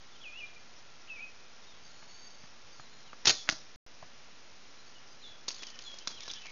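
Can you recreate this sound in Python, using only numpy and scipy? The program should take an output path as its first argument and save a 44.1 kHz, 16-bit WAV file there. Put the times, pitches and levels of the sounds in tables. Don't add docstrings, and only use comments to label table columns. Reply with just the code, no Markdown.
import sys
import numpy as np
from scipy import signal
from scipy.fft import rfft, irfft
from scipy.io import wavfile
from scipy.ndimage import uniform_filter1d

SR = 44100
rng = np.random.default_rng(int(sys.argv[2]) if len(sys.argv) > 2 else 0)


def invert_db(x):
    u = np.asarray(x, float) / 20
    return 10 ** u


def put_to_file(sound):
    columns = np.atleast_2d(sound).T
    safe = np.clip(columns, -1, 1)
    whole_steps = np.round(safe * 32767)
    wavfile.write(sys.argv[1], SR, whole_steps.astype(np.int16))


N = 287397


def decay(t, t60):
    return np.exp(-np.log(1000) * t / t60)


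def colour(x, points):
    hz, db = np.transpose(points)
    f = np.maximum(np.arange(2049) * SR / 4096, 1)
    gain_db = np.maximum(np.interp(np.log(f), np.log(hz), db), -70)
    ceps = irfft(np.log(invert_db(gain_db)))
    ceps[1:2048] *= 2
    ceps[2049:] = 0
    response = irfft(np.exp(rfft(ceps)))[:2048]
    return signal.fftconvolve(x, response)[:len(x)]


def band(x, hz, width_hz):
    return signal.lfilter(*signal.iirpeak(min(hz, 5400), hz / width_hz, fs=SR), x)


def burst(ring_s, rise_s, grit_db):
    t = np.arange(4096) / SR
    noise, contacts = rng.standard_normal((2, 4096))
    shape = (1 - np.exp(-t / rise_s)) * decay(t, ring_s)
    return shape * noise * invert_db(grit_db * np.repeat(contacts[::32], 32))


def add(out, s, db, piece):
    i = int(s * SR)
    piece = piece[:N - i]
    out[i:i + len(piece)] += piece * invert_db(db) / np.abs(piece).max()


def ring(modes, s, db):
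    t = np.maximum(np.arange(N) / SR - s, 0)
    return invert_db(db) * sum(invert_db(g) * np.sin(2 * np.pi * hz * t) * decay(t, t60) for hz, g, t60 in modes)


def scatter(x, low_t60, high_t60, low_db, high_db, split_hz=3000):
    t = np.arange(SR) / SR
    noise = rng.standard_normal(SR) * (1 - np.exp(-t / 0.0075))
    noise *= invert_db(0.95 * np.repeat(rng.standard_normal(SR // 100), 100))
    low = signal.lfilter(*signal.butter(1, split_hz, fs=SR), noise)
    high = signal.lfilter(*signal.butter(2, split_hz, "high", fs=SR), noise)
    tail = low * invert_db(low_db) * decay(t, low_t60) + high * invert_db(high_db) * decay(t, high_t60)
    return x + signal.fftconvolve(x, tail)[:N]


def blurred(rows, width_hz, share):
    noise, out = rng.standard_normal(N), np.zeros(N)
    for s, length, hz, db in rows:
        near = slice(int(s * SR) - 2000, int(s * SR) + 12000)
        t = np.arange(N)[near] / SR
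        width = width_hz + share * hz
        blur = band(band(noise[near], hz, width), hz, width)
        gate = np.clip(np.minimum(t - s, s + length - t) / 0.016, 0, 1)
        out[near] += gate * invert_db(db) * blur / blur.std()
    return out


# (frequency [Hz], density [dB per Hz])
AIR_COLOUR = [(15, -24), (25, -5), (33, -8.5), (113, -6), (230, -8.5), (514, -7), (1420, -7.5),
              (2600, -7.5), (3800, -9.5), (4600, -9.5), (5300, -8), (5600, -10), (7150, -38)]
# (frequency [Hz], rms level [dB])
WHINE = [
    (235, -76),
    (1378, -73),
    (5240, -72),
]


def air():
    hiss = colour(rng.standard_normal(N), AIR_COLOUR)
    swell = uniform_filter1d(rng.standard_normal(N), 12000) * np.sqrt(12000)
    whine = sum(invert_db(db) * band(rng.standard_normal(N), hz, 12) * 35 for hz, db in WHINE)
    return hiss / hiss.std() * invert_db(-56.5 + 0.1 * swell) + whine


# (time [s], peak level [dB], centre
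# [Hz], thud level [dB])
KNOCKS = [
    (2.026, -44.5, 940, -9),
    (2.437, -42.5, 915, -5),
    (2.796, -36, 875, -1.5),
    (3.129, -34.5, 920, -15),
    (4.0254, -38, 785, -5.5),
    (4.2, -62, 980, 8),
    (6.189, -51, 300, 5),
    (6.301, -59, 900, -10),
    (6.453, -47, 900, -20),
]


def knocks():
    out = np.zeros(N)
    for s, db, hz, thud_db in KNOCKS:
        crackle = burst(0.036, 0.00015, 2.4)
        wood = band(band(band(crackle, hz, 1500), hz, 1500), hz, 2510)
        add(out, s, db, wood + invert_db(thud_db + 9) * band(crackle, 140, 90))
    return out


SWELL_S = .008


def whistle(out, waver, start, end, hz, db, rise_s=SWELL_S):
    near = slice(int(start * SR) - 1000, int(end * SR) + 1000)
    t = np.arange(N)[near] / SR
    far = np.clip((-55 - db(t)) / 8, 0, 1)
    turns = np.cumsum(uniform_filter1d(hz(t), 300) * (1 + .004 * waver[0, near])) / SR
    gate = np.clip(np.minimum((t - start) / rise_s, (end - t) / SWELL_S + .5), 0, 1)
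    level = np.sqrt(2) * invert_db(db(t) + (2.5 + .6 * far) * waver[1, near])
    out[near] += gate * level * np.sin(2 * np.pi * turns)


def trill(out, waver):
    start, climbed, peak, end = 2.08, 2.21, 2.23, 2.55
    throb_per_s, throb_db = 25.2, 3.5
    whistle(out, waver, start, end, lambda t: np.interp(t, [start, climbed], [4430, 4600]),
            lambda t: np.interp(t, [start, peak, end], [-61, -55.5, -79])
            + throb_db * (np.sin(2 * np.pi * throb_per_s * t) - .5))


# (time [s], length [s], from [Hz], to [Hz], rms level [dB])
SLIDES = [(0.115, 0.027, 3560, 3420, -60.5), (0.149, 0.02, 3250, 3070, -56),
          (1.072, 0.027, 2350, 3320, -54), (1.208, 0.012, 2450, 2950, -50), (1.618, 0.027, 3940, 3330, -64),
          (1.654, 0.095, 3950, 3300, -66), (1.826, 0.06, 4720, 4610, -65), (1.891, 0.17, 4250, 4430, -67.5),
          (2.714, 0.034, 4720, 4600, -62), (2.761, 0.12, 4500, 3830, -65), (2.89, 0.067, 4100, 4200, -64),
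          (3.018, 0.055, 4200, 3800, -66), (3.067, 0.04, 3280, 2690, -61), (4.768, 0.043, 3990, 4160, -61),
          (4.861, 0.026, 4570, 4450, -65), (5.203, 0.033, 4060, 4130, -67),
          (5.634, 0.057, 3450, 2930, -55.5), (6.172, 0.03, 3320, 2360, -54)]


def slides(out, waver):
    for s, length, a, b, db in SLIDES:
        whistle(out, waver, s, s + length, lambda t: np.interp(t, [s, s + length], [a, b]), lambda t: db + 0 * t)


# (time [s], length [s], from [Hz], held [Hz], rms level [dB])
HOOKS = [
    (3.35, 0.086, 3900, 3380, -49),
    (4.942, 0.046, 3150, 2850, -57),
    (5.224, 0.082, 4040, 3390, -50.5),
    (5.294, 0.082, 3540, 3370, -62),
    (5.588, 0.047, 3510, 3320, -50.5),
    (5.847, 0.1, 3690, 3290, -47),
    (6.088, 0.12, 3570, 3260, -52),
    (6.198, 0.031, 2430, 2100, -54),
    (6.352, 0.082, 3210, 3000, -54),
    (6.462, 0.085, 2310, 2210, -53),
]


def hooks(out, waver):
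    drop_s, swell_s, sag_db_per_s = .017, 0.021, 75.5
    for s, length, a, b, db in HOOKS:
        whistle(out, waver, s, s + length, lambda t: b + (a - b) * np.exp(-np.maximum(t - s, 0) / drop_s),
                lambda t: db - sag_db_per_s * (t - s), swell_s)


# (time [s], pitch [Hz], rms level [dB])
PHRASES = [
    [(0.2, 3338, -55), (0.23, 3370, -54), (0.252, 2643, -47), (0.278, 2442, -47.5), (0.324, 2443, -53.5),
     (0.392, 2941, -45.5), (0.416, 2438, -44), (0.45, 2371, -47.5), (0.48, 2482, -58)],
    [(1.085, 2859, -63), (1.103, 2637, -44), (1.131, 2566, -45), (1.153, 2566, -49.5), (1.179, 2304, -47),
     (1.193, 2296, -46.5), (1.225, 2541, -45.5), (1.237, 2518, -42.5), (1.3, 2522, -68)],
]


def phrases(out, waver):
    for s, hz, db in map(np.transpose, PHRASES):
        whistle(out, waver, s[0], s[-1], lambda t: np.interp(t, s, hz), lambda t: np.interp(t, s, db))


# (time [s], length [s], pitch [Hz], rms level [dB])
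FAR_CALLS = [(.25, 0.25, 3370, -66.5), (0.452, 0.035, 3864, -56.5), (0.55, 0.035, 2405, -55.5),
             (3.667, 0.05, 2420, -60.5), (5.06, 0.086, 4830, -64.5), (5.22, 0.076, 4080, -65),
             (5.493, 0.14, 4370, -61), (5.67, 0.14, 1840, -64), (5.721, 0.079, 3000, -61),
             (5.8, .025, 3450, -51.5), (5.839, 0.053, 4130, -53.5), (5.87, 0.082, 1755, -76),
             (6.146, 0.054, 4000, -64), (6.228, 0.16, 1722, -62), (6.266, 0.03, 3940, -45),
             (6.34, 0.044, 2820, -59)]


def birds():
    waver = uniform_filter1d(rng.standard_normal((2, N)), 300, axis=1) * np.sqrt(300)
    out = blurred(FAR_CALLS, 0, .025)
    for song in (phrases, hooks, slides, trill):
        song(out, waver)
    return scatter(out, 0.58, 0.38, -35.5, -30.0)


# (time [s], rms level [dB], fade [dB per s])
BRUSHES = [
    (5.478, -38, 367),
    (5.552, -58, 29.5),
    (5.801, -57, 29),
    (6.09, -69, 71.5),
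    (6.215, -52.5, 69),
    (6.27, -56.5, 55),
    (6.44, -70, 12),
]


def rustle():
    t = np.arange(N) / SR
    grain = rng.standard_normal(N) * invert_db(5.3 * np.repeat(rng.standard_normal(N // 90 + 1), 90)[:N])
    cloth = band(grain, 3670, 3200)
    rise_s = 0.0082
    strokes = sum(np.clip((t - s) / rise_s, 0, 1) * invert_db(db + 1 - fade * np.abs(t - s)) for s, db, fade in BRUSHES)
    return strokes * cloth / cloth.std()


# (time [s], peak level [dB], centre [Hz])
CLINKS = [(5.4817, -20, 4360), (5.4854, -22, 5070), (5.49, -26, 4970), (5.505, -28, 3200),
          (5.513, -33.5, 4940), (5.543, -36, 4830), (5.592, -40, 3550), (5.622, -34.5, 4270),
          (5.632, -25.5, 2870), (5.668, -34.5, 5100), (5.685, -37, 2840), (5.701, -37, 5000),
          (5.755, -41.5, 2880), (5.789, -32, 2900), (5.82, -38, 4910), (5.94, -38, 5170),
          (5.986, -31, 4770), (6.073, -15, 3300), (6.077, -22, 5440), (6.079, -29, 5450),
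          (6.103, -37.5, 3440), (6.113, -39, 3410), (6.205, -30.5, 3530), (6.23, -37.5, 3490),
          (6.265, -40.5, 5090), (6.279, -27.5, 5430), (6.301, -32, 3400), (6.312, -26, 5170),
          (6.335, -29.5, 5160), (6.456, -35, 2450)]
# (time [s], length [s], pitch [Hz], rms level [dB])
SQUEAKS = [
    (5.245, 0.059, 3900, -58),
    (6.0, 0.036, 3000, -53),
    (6.2, 0.064, 3570, -54),
    (6.287, 0.03, 3420, -38.5),
    (6.337, 0.063, 3250, -50.5),
    (6.406, 0.067, 2620, -56),
    (6.44, 0.078, 2330, -52.5),
]


def gear():
    out = rustle()
    for s, db, hz in CLINKS:
        rise_s = .0005 * invert_db(-.4 * (db + 19))
        ring_s = 0.014 if db > -24 else 0.026
        crackle = burst(0.82 * ring_s + 6 * rise_s, rise_s, 2.1)
        bright = band(crackle, hz, 810) + band(crackle, 5700, 3200)
        knock_db = -12 + 7 * rng.standard_normal()
        add(out, s - rise_s / 2, db + 2, bright + invert_db(knock_db) * band(crackle, 820, 3400))
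    return scatter(out + blurred(SQUEAKS, 450, 0), 0.55, 0.49, -39.5, -40.5)


def quiver(count):
    out = np.zeros(N)
    start_s, gap_s = 3.503, 0.0055
    for k in range(count):
        s = start_s + gap_s * (k + 0.123 * rng.standard_normal())
        add(out, s, -24.5 - 2 * k, band(burst(.014, 0.00066, 2.5), 5300, 2200))
    return out


# (time [s], peak level [dB], ring [s], dull above [Hz])
STRIKE = [
    (3.474, -36.5, 0.056, 1000),
    (3.49, -2.5, 0.00063, 9000),
    (3.491, -16, 0.0052, 8920),
    (3.493, -17.5, 0.0067, 2430),
    (3.4968, -21, 0.0037, 9000),
    (3.498, -15.5, 0.0023, 9050),
    (3.521, -37.5, 0.049, 1300),
]
# (frequency [Hz], density [dB per Hz])
STRIKE_COLOUR = [(100, -40), (455, -25), (673, -13.5), (1000, -16.5), (1400, -6.5), (2000, -4.5),
                 (3300, -6), (4400, -6.5), (5500, -3.5), (7000, -35.5)]
# (frequency [Hz], level [dB], fade by 60 dB [s])
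TARGET = [
    (60, -15, 0.038),
    (190, -4.5, 0.031),
    (300, 1, 0.033),
    (650, -3, 0.035),
]


def strike():
    out = np.zeros(N)
    for s, db, ring_s, dull_hz in STRIKE:
        crack = colour(burst(ring_s, ring_s / 15, 1.5), STRIKE_COLOUR)
        add(out, s, db, signal.lfilter(*signal.butter(2, dull_hz, fs=SR), crack))
    thuds = ring(TARGET, 3.494, -33) + ring(TARGET, 3.526, -40)
    return scatter(out + thuds, 0.29, 0.37, -42.5, -34.5, split_hz=5000)


# (time [s], peak level [dB], ring [s])
SHOT = [(3.25, -26, 0.0082), (3.255, -8.5, 0.006), (3.2567, -14.5, 0.016), (3.264, -20, 0.02),
        (3.27, -3.5, 0.022), (3.271, -13, 0.0097), (3.275, -7, 0.012), (3.2787, -4, 0.017),
        (3.2851, -11, 0.025), (3.288, -18, 0.012), (3.294, -5, 0.014), (3.2971, -18, 0.023),
        (3.301, -11, 0.013), (3.3054, -9, 0.016), (3.3082, -18.5, 0.0092)]
# (frequency [Hz], density [dB per Hz])
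SHOT_COLOUR = [(24, -56), (40, -25.5), (290, -8), (570, -11.5), (898, -10.5), (1130, -12.5), (1250, -7.5),
               (2000, -7), (2180, -8.5), (2960, -3), (5500, -1), (7150, -30.5), (12100, -120)]
# (frequency [Hz], level [dB], fade by 60 dB [s])
LIMBS = [
    (62, -4.5, .12),
    (150, -7, .06),
    (290, -8, 0.034),
]


def shot():
    out = np.zeros(N)
    for s, db, ring_s in SHOT:
        add(out, s - .0005, db - 4, colour(burst(2.42 * ring_s, 0.00051, 1.8), SHOT_COLOUR))
    thuds = ring(LIMBS, 3.256, -52.5) + ring(LIMBS, 3.272, -37)
    return scatter(out + thuds, 0.25, 0.39, -36.5, -40.5)


def scene():
    return (shot() + strike() + gear() + knocks() + birds() + air() + quiver(count=6))[None]


def low_pass(x):
    return signal.sosfilt(signal.butter(12, 15800, fs=SR, output="sos"), x)


def record(dry):
    hold, offset, top_hz = 4, .00347, 6780
    dropout_start_s, dropout_end_s = 3.76033, 3.86422
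    lifted = dry + .5 * signal.lfilter(*signal.butter(2, 3500, "high", fs=SR), dry)
    smooth = signal.sosfilt(signal.butter(10, SR / hold / 2, fs=SR, output="sos"), lifted)
    smooth = .42 * np.tanh(smooth / .42)
    held = np.repeat(smooth[:, ::hold], hold, axis=1)[:, :N] + offset
    cut = signal.sosfiltfilt(signal.cheby1(14, .05, top_hz, fs=SR, output="sos"), held)
    t = np.arange(N) / SR
    return low_pass(cut * ((t < dropout_start_s) | (t > dropout_end_s)))


dry = scene()
out = record(dry)
put_to_file(out)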